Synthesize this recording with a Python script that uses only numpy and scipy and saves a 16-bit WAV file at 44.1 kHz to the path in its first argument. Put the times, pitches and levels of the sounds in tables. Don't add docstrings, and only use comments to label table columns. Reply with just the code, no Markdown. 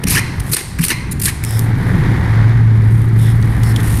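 import sys
import numpy as np
from scipy import signal
from scipy.fft import rfft, irfft
from scipy.io import wavfile
from scipy.ndimage import uniform_filter1d, minimum_filter1d, map_coordinates

SR = 44100
rng = np.random.default_rng(int(sys.argv[2]) if len(sys.argv) > 2 else 0)


def wav_out(sig):
    wavfile.write(sys.argv[1], SR, np.round(np.clip(np.atleast_2d(sig).T, -1, 1) * 32767).astype(np.int16))


N = 176400
T = np.arange(N) / SR

# f/Hz, relative level/dB
GRIT_SPECTRUM = [(1500, -32), (2500, -7), (3500, -13), (4400, -7), (5800, -8.5), (7800, -3.5), (8900, 5),
                 (12700, -1.5), (14500, -9), (16000, -28)]
# t/s, rumble level/dB, drone level/dB
LOW_ENVELOPES = [(0, -32, -28), (.12, -17.5, -21.5), (.29, -34, -25.5), (.41, -16.5, -28), (.525, -22, -25),
                 (.56, -36, -37.5), (.8, -25, -29), (1.03, -30.5, -28.5), (1.14, -24.5, -22.5),
                 (1.38, -23.5, -30), (1.55, -30, -23.5), (2.08, -22, -15.5), (2.25, -16.5, -21.5),
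                 (3.15, -23, -21), (3.9, -15, -20.5)]


def scrape():
    # f/Hz, relative level/dB
    rasp_spectrum = [(100, -7), (380, 6), (600, -17.5), (1080, -5.5), (1400, -3.5), (2300, 1.5), (3300, -7),
                     (5800, -3.5), (12000, -45)]
    # start t/s, duration/s, hiss level/dB, rasp level/dB
    pushes = [(.0362, 0.0064, -16, -17), (0.068, 0.028, -20, -21.5), (0.095, 0.04, -10.5, -18.5),
              (0.134, .066, -16, -16.5), (0.398, 0.0098, -25.5, -30.5), (0.515, 0.025, -15, -33),
              (0.533, 0.018, -4.5, -14), (.549, 0.068, -26.5, -26), (0.565, 0.0088, -15.5, -24.5),
              (0.785, 0.02, -26, -30.5), (0.808, 0.032, -19.5, -27), (0.837, 0.021, -12.5, -22),
              (0.857, 0.02, -20.5, -29), (0.8817, 0.0058, -12, -21), (.891, 0.023, -15, -20),
              (0.902, 0.033, -24.5, -20), (1.112, 0.02, -22.5, -52), (1.196, 0.013, -23, -46),
              (1.2148, 0.014, -15, -28), (1.231, 0.026, -16.5, -31), (1.255, 0.013, -7.5, -23),
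              (1.259, 0.047, -19.5, -22), (1.437, .007, -25, -28)]
    slips = unit(amp(2.5 * wander(hz=200)))
    hiss = amp(-2) * shifting_contact(colour(grit(per_s=33000, spread_db=3) * slips, GRIT_SPECTRUM))
    rasp = shifting_contact(colour(grit(per_s=33000, spread_db=3) * slips, rasp_spectrum))
    return sum(arch(start, length) * (amp(hiss_db) * hiss + amp(rasp_db) * rasp)
               for start, length, hiss_db, rasp_db in pushes)


def shifting_contact(x):
    patch_hz, patch_s, depth_db = 450, .007, 3.2
    hz, t, spectra = signal.stft(x, SR, nperseg=256, noverlap=192)
    field = rng.standard_normal((200, 1500))
    grid = np.meshgrid(hz / patch_hz, t / patch_s, indexing="ij")
    gain = amp(depth_db * unit(map_coordinates(field, grid, order=1, mode="wrap")))
    return unit(signal.istft(spectra * gain, SR, nperseg=256, noverlap=192)[1][:N])


def blade():
    # t/s, whine level/dB, ring level/dB
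    bends = [(0.176, -14, -23.5), (0.576, -38, -36.5), (0.912, -23, -25), (1.279, -22, -37)]
    # f/Hz, relative level/dB, T60/s
    ring_modes = [(1032, -8.5, 0.81), (2053, -1.5, 0.63), (2450, -10.5, 0.68), (4120, -9.5, 0.56)]
    bent_hz, relaxed_hz, bend_s = 1720, 2678, .021
    rings = [(amp(db) * resonance(hz, width_hz=140), t60) for hz, db, t60 in ring_modes]
    out = np.zeros(N)
    for at, whine_db, ring_db in bends:
        slack = np.minimum(((T - at) / bend_s) ** 2, 20)
        pitch = np.interp(slack, [0, 2], [bent_hz, relaxed_hz])
        out += amp(whine_db) * np.exp(-slack) * resonance(pitch, width_hz=140)
        age = np.maximum(T - at, 0)
        out += (T > at) * sum(ring * amp(ring_db - 60 * age / t60) for ring, t60 in rings)
    return out


def squeaks():
    # start t/s, duration/s, centre f/Hz, level/dB
    catches = [(.787, 0.0095, 2000, -21.5), (.529, 0.0263, 4500, -16), (.824, 0.0284, 3000, -25.5)]
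    out = np.zeros(N)
    for start, length, hz, db in catches:
        progress = np.clip((T - start) / length, 0, 1)
        pitch = hz * (1 + .14 * (progress - .5))
        out += amp(db) * arch(start, length) * resonance(pitch, width_hz=600)
    return out


def pops():
    # t/s, level/dB
    snaps = [(0.084, -6), (1.4491, -13), (1.508, -14), (1.593, -8)]
    decay_s = .0011
    envelope = sum(amp(db) * (T > at) * np.exp(-np.clip((T - at) / decay_s, 0, 20)) for at, db in snaps)
    return envelope * colour(rng.standard_normal(N), GRIT_SPECTRUM)


def knocks():
    # t/s, level/dB, lower mode f/Hz
    presses = [(0.044, -6.5, 178.6), (0.497, -12.5, 154), (0.793, -2, 165)]
    rise_s, t60_s, overtone_ratio = .0037, .15, 1.45
    out = np.zeros(N)
    for at, db, hz in presses:
        age = np.maximum(T - at, 0)
        phase = 2 * np.pi * hz * age
        boom = np.sin(phase) + amp(-13) * np.sin(overtone_ratio * phase)
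        out += amp(db - 60 * age / t60_s) * (1 - np.exp(-age / rise_s)) * boom
    return out


def wipes():
    # start t/s, duration/s, smear level/dB, resonance f/Hz, resonance level/dB
    strokes = [(1.428, 0.18, -32.5, 3500, -42.5), (3.189, 0.15, -42.5, 3480, -40.5),
               (3.633, 0.096, -35, 4370, -42.5)]
    # f/Hz, relative level/dB
    spectrum = [(2700, -9), (4250, -10), (5300, 10.5), (6100, -6), (9300, 4.5), (12700, 1.5), (15000, -14)]
    smear = colour(grit(per_s=12000, spread_db=2.5), spectrum)
    return sum(arch(start, length) * (amp(db) * smear + amp(hollow_db) * resonance(hz, width_hz=480))
               for start, length, db, hz, hollow_db in strokes)


def ticks():
    # t/s, level/dB
    contacts = [(3.425, -31.5), (3.633, -26.5), (3.7603, -21), (3.802, -30)]
    # f/Hz, relative level/dB
    spectrum = [(1500, -18), (3400, 12), (5000, 3), (6500, 5.5), (15000, -6)]
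    envelope = sum(amp(db) * arch(at, length_s=.0051) for at, db in contacts)
    return envelope * colour(rng.standard_normal(N), spectrum)


def rubbing():
    # t/s, level/dB
    envelope = [(.39, -50), (.5, -30.5), (.62, -46), (.77, -49.5), (1.42, -62), (1.62, -33), (1.72, -50),
                (1.86, -43), (2.7, -54), (2.98, -42.5), (3.12, -50), (3.23, -34), (3.37, -45), (3.79, -37),
                (3.88, -29)]
    # f/Hz, relative level/dB
    spectrum = [(2000, 1), (3500, -4), (5500, -7), (7500, -5.5), (9200, 3), (11000, 2), (13400, -3.5),
                (16000, -22.5)]
    grains = grit(per_s=25000, spread_db=5.5) * amp(1.7 * wander(hz=70))
    return contour(envelope) * colour(grains, spectrum)


def hum():
    # t/s, rms level/dB
    envelope = [(1.38, -37.5), (1.53, -13.5), (2.0, -21), (2.45, -11), (3.0, -9), (3.4, -10), (4, -19.5)]
    pitch_hz = 112.35 + 1.47 * wander(hz=5.3)
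    waver_db = wander(hz=7.2)
    return np.sqrt(2) * contour(envelope) * amp(waver_db) * np.sin(2 * np.pi * np.cumsum(pitch_hz) / SR)


def rush():
    # t/s, level/dB
    envelope = [(.45, -33.5), (.65, -38), (1.38, -36), (1.5, -31.5), (2.05, -24.5), (2.42, -25.5),
                (2.62, -30.5), (3.1, -32.5), (3.85, -27), (4, -33)]
    # f/Hz, relative level/dB
    spectrum = [(200, -2.5), (450, -1.5), (630, -8), (810, -2.6), (1330, -6), (1900, -1.5), (2200, -6.5),
                (2660, -19), (3720, -18.5), (7750, -34), (16000, -50)]
    fluttering = rng.standard_normal(N) * amp(1.52 * wander(hz=124))
    return contour(envelope) * colour(fluttering, spectrum)


def rumble():
    # f/Hz, relative level/dB
    spectrum = [(10, -20), (25, -3), (40, 11), (58, 16), (120, 12), (200, -36), (1000, -95)]
    return contour(LOW_ENVELOPES, column=1) * colour(rng.standard_normal(N), spectrum)


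def drone():
    # f/Hz, relative level/dB
    spectrum = [(70, -5.5), (115, 7), (170, 2.5), (240, -6), (400, -15), (560, -43), (2000, -95)]
    return amp(3.5) * contour(LOW_ENVELOPES, column=2) * colour(rng.standard_normal(N), spectrum)


def room(x):
    # f/Hz, T60/s
    decay_times = [(200, 0.18), (1000, 0.78), (4500, 1), (15000, 0.25)]
    hz, t, spectra = signal.stft(x, SR, nperseg=256)
    decay = amp(-60 * t[t < 1] / on_log(decay_times, hz)[:, None]) ** 2
    power = uniform_filter1d(abs(spectra) ** 2, size=5, axis=0)
    lingering = signal.fftconvolve(power, decay / decay.sum(1).mean(), axes=1)[:, :len(t)]
    noise = signal.stft(rng.standard_normal(N), SR, nperseg=256)[2]
    tail = np.sqrt(abs(lingering)) * noise / noise.std()
    return amp(-14) * signal.istft(tail, SR, nperseg=256)[1][:N]


def grit(per_s, spread_db):
    size = amp(spread_db * np.minimum(rng.exponential(1, N), 5))
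    return unit(size * rng.choice([-1., 1.], N) * (rng.random(N) < per_s / SR))


def resonance(hz, width_hz):
    carrier = np.exp(2j * np.pi * np.cumsum(hz * np.ones(N)) / SR)
    return (carrier * (wander(width_hz) + 1j * wander(width_hz))).real


def arch(start_s, length_s):
    progress = np.clip((T - start_s) / length_s, 0, 1)
    return (4 * progress * (1 - progress)) ** .39


def wander(hz):
    f = np.fft.rfftfreq(N, 1 / SR)
    return unit(irfft(rfft(rng.standard_normal(N)) / (1 + (f / hz) ** 4), N))


def colour(x, spectrum):
    gain = amp(on_log(spectrum, np.fft.rfftfreq(N, 1 / SR)))
    return unit(irfft(rfft(x) * gain, N))


def contour(rows, column=1):
    rows = np.array(rows)
    return amp(np.interp(T, rows[:, 0], rows[:, column]))


def on_log(points, hz):
    f, values = np.transpose(points)
    return np.interp(np.log(hz + 1), np.log(f + 1), values)


def amp(db):
    return 10 ** (np.asarray(db) / 20)


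def unit(x):
    return x / np.sqrt(np.mean(x ** 2) + 1e-20)


def scene():
    tool = scrape() + blade() + squeaks() + pops() + ticks()
    work = tool + room(tool) + knocks() + rubbing() + wipes()
    return (work + rumble() + drone() + rush() + hum())[None]


def record(dry):
    ceiling, recovery_db_per_s, cutoff_hz = .76, 400, 15800
    over_db = 20 * np.log10(np.maximum(abs(dry[0]) / ceiling, 1))
    recovery_db = T * recovery_db_per_s
    cut_db = np.maximum.accumulate(over_db + recovery_db) - recovery_db
    gain = uniform_filter1d(minimum_filter1d(amp(-cut_db), size=65), size=65)
    lowpass = signal.firwin(255, cutoff_hz, window=("kaiser", 9), fs=SR)
    return signal.oaconvolve(dry * gain, lowpass[None], "same")


dry = scene()
out = record(dry)
wav_out(out)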